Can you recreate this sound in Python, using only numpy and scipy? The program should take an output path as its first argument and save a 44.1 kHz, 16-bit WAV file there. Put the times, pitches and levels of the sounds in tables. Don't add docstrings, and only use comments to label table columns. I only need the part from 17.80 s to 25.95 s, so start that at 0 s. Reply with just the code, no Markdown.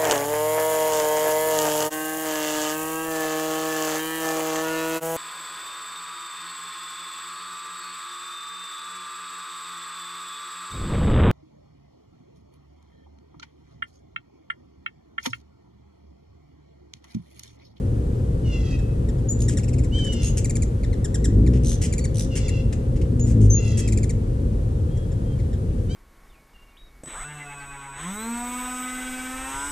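import sys
import numpy as np
from scipy import signal
from scipy.fft import rfft, irfft, next_fast_len
from scipy.io import wavfile
from scipy.ndimage import map_coordinates

SR = 44100
rng = np.random.default_rng(int(sys.argv[2]) if len(sys.argv) > 2 else 0)


def store_wav(level_fs):
    pcm = np.round(np.clip(np.atleast_2d(level_fs), -1, 1) * 32767)
    wavfile.write(sys.argv[1], SR, pcm.T.astype(np.int16))


N = 359415


def amp(db):
    return 10 ** (np.asarray(db) / 20)


def unit(x):
    return x / np.sqrt(np.mean(x ** 2) + 1e-20)


def times(length_s):
    return np.arange(int(length_s * SR)) / SR


def along(points, hz):
    freqs, values = np.transpose(points)
    return np.interp(np.log(np.abs(hz) + 1), np.log(freqs + 1), values)


def timeline(points):
    return np.interp(np.arange(N) / SR, *np.transpose(points))


def wobble(rate, size):
    knots = rng.standard_normal(int(size * rate / SR) + 4)
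    return map_coordinates(knots, [np.arange(size) * rate / SR])


def phase_of(hz):
    return 2 * np.pi * np.cumsum(hz) / SR


def gate(t, length, rise, fall):
    attack = np.sin(np.pi / 2 * np.clip(t / rise, 0, 1)) ** 2
    return attack * np.sin(np.pi / 2 * np.clip((length - t) / fall, 0, 1)) ** 2


def add(track, start_s, sound):
    part = track[max(round(start_s * SR), 0):][:len(sound)]
    part += sound[:len(part)]


def filtered(x, response):
    size = next_fast_len(N + SR // 4)
    return irfft(rfft(x, size) * response(np.fft.rfftfreq(size, 1 / SR)), size)[..., :N]


# frequency_hz, correlation
COHERENCE = [(130, 0.99), (290, 1), (630, 0.12), (1380, -0.86), (3000, 0.45), (6600, 0.035)]
def noise_field(spectrum):
    def response(hz):
        angle = np.arccos(np.clip(along(COHERENCE, hz), -1, 1)) / 2
        return amp(along(spectrum, hz)) * [np.cos(angle), np.sin(angle)]
    mid, side = filtered(rng.standard_normal((2, N)), response)
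    return unit(np.array([mid + side, mid - side]))


# frequency_hz, relative_density_db
RUMBLE_SPECTRUM = [(12, -48), (20, -21), (32, 0.5), (40, 0), (85, -1.5), (96, -0.5), (124, -3),
                   (181, -12.5), (238, -13.5), (323, -20), (464, -20), (489, -20), (536, -23.5),
                   (619, -33.5), (1500, -46.5), (1950, -50.5), (3300, -120)]
HISS_SPECTRUM = [(710, -66), (1200, -5), (1700, -11.5), (2030, -14), (2880, -15.5), (4920, -19.5),
                 (9070, -17.5), (12700, -28), (14900, -41)]
# time_s, level_db
RUMBLE_LEVEL = [(0, -21), (6, -21), (8.15, -22.5)]
def outdoors(hiss_db=-54.5, drone_hz=527, drone_db=-46, drone_start_s=4.1):
    swell = gate(np.arange(N) / SR - drone_start_s, length=1.789, rise=0.16, fall=0.74)
    swell *= amp(drone_db + 3 * wobble(7, N))
    drone = swell * unit(np.sin(phase_of(drone_hz + 3 * wobble(8, N))))
    rumble = amp(timeline(RUMBLE_LEVEL)) * noise_field(RUMBLE_SPECTRUM)
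    return rumble + amp(hiss_db) * noise_field(HISS_SPECTRUM) + drone


# frequency_hz, t60_s
YARD_DECAY = [(2000, 0.53), (7000, 0.28), (13000, 0.091)]
def porch(x, scatter_db, tail_db, stretch=1, scatter_t60_s=0.055):
    hop = SR // 2
    window = signal.windows.hann(2 * hop, sym=False)
    padded, wet = np.pad(x, (hop, 2 * hop)), np.zeros((2, N + 3 * SR))
    for i in range(0, N + hop, hop):
        block = padded[i:i + 2 * hop]
        if not block.any():
            continue
        hz, t, noise = signal.stft(rng.standard_normal((2, SR // 3)), SR, nperseg=256)
        t60_s = stretch * along(YARD_DECAY, hz)[:, None]
        tail = signal.istft(noise * amp(-60 * t / t60_s), SR, nperseg=256)[1]
        t = np.arange(tail.shape[1]) / SR
        scatter = rng.standard_normal(tail.shape) * (t > .002) * amp(-60 * t / scatter_t60_s)
        response = sum(amp(db) * part / np.linalg.norm(part, axis=1, keepdims=True)
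                       for db, part in [(scatter_db, scatter), (tail_db, tail * (t > .008))])
        reflected = signal.fftconvolve((block * window)[None], response, axes=1)
        wet[:, i:i + reflected.shape[1]] += reflected
    return x + wet[:, hop:hop + N]


CRY_HARMONICS = [-41, -11, -2.5, 3, -1.5, -4.5, -3.5, -3, -4, -6.5, -9, -34]
# start_s, length_s, relative_db, pitch_hz, sag_hz, other_harmonics_db,
# roughness_ratio, break_after_s, broken_for_s, scoop_fraction, treble_db
NASAL_CRIES = [(0.632, .35, -47, 709, 64, -8, 0.33, 0.13, 0.18, -0.11, -0.5),
               (2.108, .4, -38, 800.7, 114.5, -15.5, 0.07, 0.19, .28, 0.19, 2.5),
               (4.488, 0.35, -46.5, 698, 13, -9, 0.31, 0.059, 0.18, -0.044, 1),
               (5.749, .34, -49.5, 703, 56, -4.5, 0.42, 0.123, 0.166, 0.12, 0.5),
               (7.077, 0.19, -64, 827, 6, -14, 0.16, 0.006, .01, 0.12, -6),
               (7.429, .14, -63, 799, 1, -16, 0, .053, 0, -0.01, -9),
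               (8.076, .13, -49.5, 782, -42, 1.5, 0.05, 0.094, 0, 0.12, -4.5)]
def nasal_cries(scoop_s=.021, break_db=-10.5, odd_db=-6, hoarse_from=0.38, jitter=.046, shimmer_db=6):
    out = np.zeros(N)
    dominant = np.argmax(CRY_HARMONICS) + 1
    for (start, length, db, hz, sag_hz, others_db,
         base_rough, break_s, broken_s, scoop, treble_db) in NASAL_CRIES:
        t = times(length)
        broken = gate(t - break_s, broken_s, rise=0.051, fall=0.051)
        rough = base_rough + 0.24 * broken
        clear = np.clip(1 - rough / hoarse_from, 0, 1)
        pitch = hz - sag_hz * np.sin(np.pi / 2 * (t / length) ** .85) ** 2
        pitch *= 1 - scoop * np.exp(-t / scoop_s)
        pitch *= 1 + 0.00292 * wobble(31, len(t)) + jitter * rough * wobble(600, len(t))
        phase = phase_of(pitch)
        call = np.zeros(len(t))
        for k, level in enumerate(CRY_HARMONICS, 1):
            level += treble_db * (k > dominant + 2)
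            level += break_db * broken if k == dominant else others_db + odd_db * (k % 2) * clear
            call += amp(level + shimmer_db * rough * wobble(214.6, len(t))) * np.sin(k * phase)
        envelope = amp(db + 1.6 * wobble(29.4, len(t))) * gate(t, length, rise=0.048, fall=0.037)
        hoarseness = 1 + amp(-11) * rough * wobble(1400, len(t))
        add(out, start, envelope * call * hoarseness)
    return out


# nearest_s, level_db, half_width_s, odd_over_even_db
FLYBYS = [(.6, -28.5, 0.11, -0.5), (1.35, -27, 0.19, -1.5), (1.68, -22, 0.16, 2), (1.95, -23, .08, -1),
          (2.3, -25.5, 0.26, 0), (2.75, -27, 0.13, -8), (3.48, -16.5, 0.035, 8), (3.601, -12, 0.085, 0),
          (3.72, -17.5, 0.098, 6.5), (3.9, -22.5, 0.13, 2), (4.47, -26.5, 0.13, -3),
          (4.88, -26.5, 0.048, -7), (5.22, -20.5, 0.089, 0.5), (5.42, -21.5, 0.15, -4.5),
          (5.628, -12, 0.097, -1), (5.95, -25.5, 0.082, -10.5), (6.18, -20.5, 0.15, -3),
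          (6.7, -25.5, 0.097, -3.5)]
def flybys():
    nearest_s, db, width_s, odd_db = np.transpose(FLYBYS)[:, :, None]
    distance_squared = 1 + ((np.arange(N) / SR - nearest_s) / width_s) ** 2
    power = (amp(db) / distance_squared) ** 2
    return (power * odd_db).sum(0) / power.sum(0), np.sqrt(power.sum(0))


# time_s, rate_hz
BEAT_RATE = [(1.7, 59), (1.95, 64), (2.3, 59.4), (2.95, 56.7), (3.5, 54), (3.555, 49.5), (3.61, 51.7),
             (3.66, 63.3), (4.42, 51.7), (4.9, 57.5), (5.38, 61.8), (5.65, 51.4), (5.92, 54.6),
             (6.15, 54.5)]
WING_HARMONICS = [-1, 1, -13.5, -8, -13, -19.5, -22, -26.5, -30, -41]
# frequency_hz, relative_density_db
WHIRR_SPECTRUM = [(15, -40), (45, -15), (130, -4.5), (300, -7.5), (480, -13.5), (700, -37), (3000, -120)]
def wings(flicker_db=2, wander_rad=.12, whirr_db=-15):
    odd_db, gain = flybys()
    phase = phase_of(timeline(BEAT_RATE) * (1 + .006 * wobble(25, N)))
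    hum = np.zeros(N)
    for k, level in enumerate(WING_HARMONICS, 1):
        strength = amp(level + odd_db * (k % 2 - .5) + flicker_db * wobble(9, N))
        hum += strength * np.sin(k * phase + rng.uniform(0, 2 * np.pi) + wander_rad * wobble(28, N))
    puffs = rng.standard_normal(N) * (1 + np.cos(phase))
    whirr = filtered(puffs, lambda hz: amp(along(WHIRR_SPECTRUM, hz)))
    return gain * (unit(hum) + amp(whirr_db) * unit(whirr))


# start_s, length_s, level_db, pitch_hz, dip_fraction, sag_fraction
SQUEAK_NOTES = [(1.483, 0.069, -28, 7060, 0.027, -0.023), (4.195, 0.11, -52, 4615, 0.027, 0.052),
                (5.392, 0.0922, -38.5, 6920, 0.01804, 0.0086), (5.696, 0.11, -26, 6840, 0.1, 0.023)]
def squeaks(octave_db=-28, waver=0.0075, dip_at=0.19, dip_width=0.2):
    out = np.zeros(N)
    for start, length, db, hz, dip, sag in SQUEAK_NOTES:
        t = times(length)
        progress = t / length
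        pitch = hz * (1 - dip * np.exp(-((progress - dip_at) / dip_width) ** 2) - sag * progress ** 2)
        phase = phase_of(pitch * (1 + waver * wobble(299, len(t))))
        envelope = gate(t, length, rise=0.012, fall=0.047) * amp(db + 0.5 * progress ** 2)
        add(out, start, envelope * np.sqrt(2) * (np.sin(phase) + amp(octave_db) * np.sin(2 * phase)))
    return out


def voice(pitch, throat, low_db, slope_db=0, count=7):
    k = np.arange(1, count + 1)[:, None]
    hz = k * pitch
    low_weight = along([(4600, 0.82), (6400, 0.077)], hz)
    db = along(throat, hz) + low_db * low_weight + slope_db * (k - 1)
    phase = phase_of(pitch) + rng.uniform(0, 2 * np.pi)
    return unit((amp(db) * (hz < SR / 2) * np.sin(k * phase)).sum(0))


# frequency_hz, gain_db
TRILL_FORMANTS = [(2000, 3.5), (3200, -3), (5000, -4), (6500, 3.5), (7600, 0.5), (9300, 2.5), (10400, -3.5),
                  (12000, -18.5), (15000, -26)]
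# start_s, length_s, note_rate_hz, relative_db, top_pitch_hz, whip_db
TRILL_RUNS = [(1.588, .078, 66, -44.5, 6820, 1), (2.418, 0.1, 80.5, -39, 6633, -4.5),
              (3.833, 0.13, 84, -40, 6280, 1.5), (4.343, 0.12, 78.3, -41.5, 6050, 7),
              (5.835, 0.11, 73, -49, 6760, -2)]
def trills(whip_depth=0.59, whip_s=0.0031, droop=0.055, jitter=0.11, edge_db=-13):
    out = np.zeros(N)
    for start, length, rate, db, hz, whip_db in TRILL_RUNS:
        t = times(1 / rate)
        progress, count = t * rate, round(length * rate)
        for k in range(count):
            whip = np.exp(-(t / (whip_s * np.exp(.15 * rng.normal()))) ** 3)
            arch = 1 - whip_depth * whip - droop * (2 * progress - 1) ** 2 * (progress > .5)
            pitch = hz * (arch + jitter * whip * wobble(1800, len(t)) + 0.0064 * rng.normal())
            accent_db = whip_db * np.exp(-((progress - .2) / .2) ** 2) + 3.2 * wobble(1400, len(t))
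            envelope = unit(gate(progress, length=.88, rise=.17, fall=.4) * amp(accent_db))
            level = db + 5.5 + edge_db * (2 * (k + .5) / count - 1) ** 2 + 1.8 * rng.normal()
            onset = start + k / rate + 0.00033 * rng.normal()
            tone = voice(pitch, TRILL_FORMANTS, low_db=0, slope_db=0.5, count=4)
            add(out, onset, amp(level) * envelope * tone)
    return out


# frequency_hz, gain_db
CHIP_FORMANTS = [(1500, 6.5), (2200, 4.5), (3200, 4), (4500, -1), (5600, 6), (6500, 1.5), (7400, 14.5),
                 (8300, -2), (9300, -0.5), (10500, -4), (12000, -19), (15000, -18)]
# start_s, length_s, level_db, low_partials_db, pitch_hz
RASP_NOTES = [(1.686, 0.062, -42.5, -13.5, 2660), (2.569, 0.034, -33, -20.5, 2516),
              (3.73, 0.057, -49, -0.5, 2440), (4.011, 0.061, -34.5, -14, 2447),
              (4.551, 0.048, -35, -12, 2420), (4.925, 0.019, -42, -5.5, 2370),
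              (5.158, 0.031, -53.5, -2, 2400), (5.212, 0.023, -49, -0.5, 2410),
              (5.395, 0.0082, -44.5, -14.5, 2540), (5.461, 0.071, -47.5, -13.5, 2307),
              (5.603, 0.075, -48.5, -17.5, 2528), (5.97, 0.045, -34.5, -20, 2467)]
def rasps(flutter_hz=240, depth=0.23, jitter=0.1125):
    out = np.zeros(N)
    for start, length, db, low_db, hz in RASP_NOTES:
        t = times(length)
        flutter = np.sin(phase_of(flutter_hz * (1 + 0.172 * wobble(99.8, len(t)))))
        pitch = hz * (1 - 0.027 * t / length + depth * flutter + jitter * wobble(1560, len(t)))
        shimmer = amp(2 * flutter + 2.5 * wobble(600, len(t)))
        envelope = unit(gate(t, length, rise=0.12 * length, fall=0.014) * shimmer)
        add(out, start, amp(db) * envelope * voice(pitch, CHIP_FORMANTS, low_db + 7))
    return out


# first_s, last_s, count, slowing_fraction, relative_db, step_db, low_partials_db,
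# pitch_hz, step_hz, echo_db
CHIP_RUNS = [(0.906, 0.988, 2, 0, -56.5, 1.5, -3, 2000, 2, -12),
             (1.287, 1.383, 2, 0, -51, -9, -5, 2010, -200, -9),
             (1.683, 1.771, 2, 0, -34, -2, -11.5, 1935, 33, -16),
             (1.785, 2.035, 6, 0.07, -45.5, -0.5, -8.5, 2980, -58.5, -6),
             (2.182, 2.267, 2, 0, -50.5, 2.5, -2, 1960, -27, -6),
             (2.242, 2.325, 2, 0, -41.5, 3, -18, 2026, 85, -9),
             (2.645, 2.821, 4, 0.2, -34, -.5, -14, 2455, 10.5, -17),
             (3.034, 3.129, 2, 0, -52, -1, 5, 2400, -180, -16),
             (3.244, 3.443, 3, 0, -37, 1.6, -10.5, 1945, 21, -11.5),
             (3.664, 3.664, 1, 0.1, -48, 4, 0.5, 2400, 0, -11),
             (4.125, 4.241, 3, .07, -35, -1, -11, 2447, -23, -11),
             (4.682, 4.682, 1, 0, -37.5, 0, -8, 2420, 3, -8),
             (6.075, 6.294, 5, 0.21, -37.5, -0.5, -9.5, 2700, -47, -10),
             (7.167, 7.317, 2, 0.2, -57, 1, -8, 2170, -290, -3),
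             (7.59, 7.73, 2, 0.0031, -61.5, 1, 5, 2410, -430, -5)]
def chips(length_s=0.018, bend=0.3, hold=.9, hold_below_hz=2550, fray=.05, echo_s=0.007):
    out = np.zeros(N)
    t = times(length_s)
    progress = t / length_s
    for first, last, count, slowing, first_db, step_db, low_db, first_hz, step_hz, echo_db in CHIP_RUNS:
        for k, place in enumerate(np.linspace(0, 1, round(count))):
            onset = first + (last - first) * place * (1 - slowing * (1 - place))
            db = first_db + k * step_db
            hz = (first_hz + k * step_hz) * (1 + 0.0086 * rng.normal())
            force = np.interp(db, [-50, -35], [.15, 1])
            fall = 0.24 + 0.000131 * (hz - 1960)
            curve = bend - hold * force * (first_hz < hold_below_hz)
            glide = fall * progress * (1 + curve * (1 - progress))
            jitter = (.011 + fray * force * progress ** 2) * wobble(1818, len(t))
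            decay = amp(-7 * progress + 2.15 * wobble(450, len(t)))
            envelope = unit(gate(t, length_s, rise=0.0012, fall=0.0024) * decay)
            tone = voice(hz * (1 - glide + jitter), CHIP_FORMANTS, low_db + 4.5)
            chip = amp(db + 2.5) * envelope * tone * np.sqrt(1 + amp(low_db) ** 2)
            add(out, onset, chip)
            add(out, onset + echo_s * rng.uniform(0.8, 1.2), amp(echo_db) * chip)
    return out


def panned(x, ports):
    freqs, level_db, lead_rad = np.transpose(ports)
    split = lambda values, hz: np.outer([.5, -.5], along(np.c_[freqs, values], hz))
    return filtered(x, lambda hz: amp(split(level_db, hz)) * np.exp(1j * split(lead_rad, hz)))


# frequency_hz, left_minus_right_db, left_lead_rad
AMBIENT_PORTS = [(60, 0, 0.005), (107, 1.5, 0), (202, 1.5, 0.23), (393, 6, 0.0045), (617, 5.5, 0.092),
                 (1060, 0, 0.68), (7900, -1, 0)]
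CRY_PORTS = [(2000, 0.78, 1), (4000, -1, -1.3), (7000, -1, -1.7)]
HUMMINGBIRD_PORTS = [(1900, 4.5, 0.99), (4150, -1, 0.52), (6770, 2.5, 1.5), (8280, 0, 2.2),
                     (8450, -10.5, 1.16), (11500, 0.5, 2.1)]
def scene():
    sweeps = porch(chips(), scatter_db=-9, tail_db=-12)
    buzzes = porch(rasps() + trills(), scatter_db=-4.5, tail_db=-8.5)
    whistles = porch(squeaks(), scatter_db=-9, tail_db=-10)
    caller = porch(amp(2.5) * nasal_cries(), scatter_db=-9, tail_db=-9, stretch=1.8)
    squabble = panned(sweeps + buzzes + whistles, HUMMINGBIRD_PORTS)
    return panned(wings() + outdoors(), AMBIENT_PORTS) + panned(caller, CRY_PORTS) + squabble


def record(dry, low_cut_hz=34, top_hz=15100):
    return filtered(dry, lambda hz: (hz < top_hz) / np.sqrt(1 + (low_cut_hz / (hz + 1)) ** 6))


dry = scene()
out = record(dry)
store_wav(out)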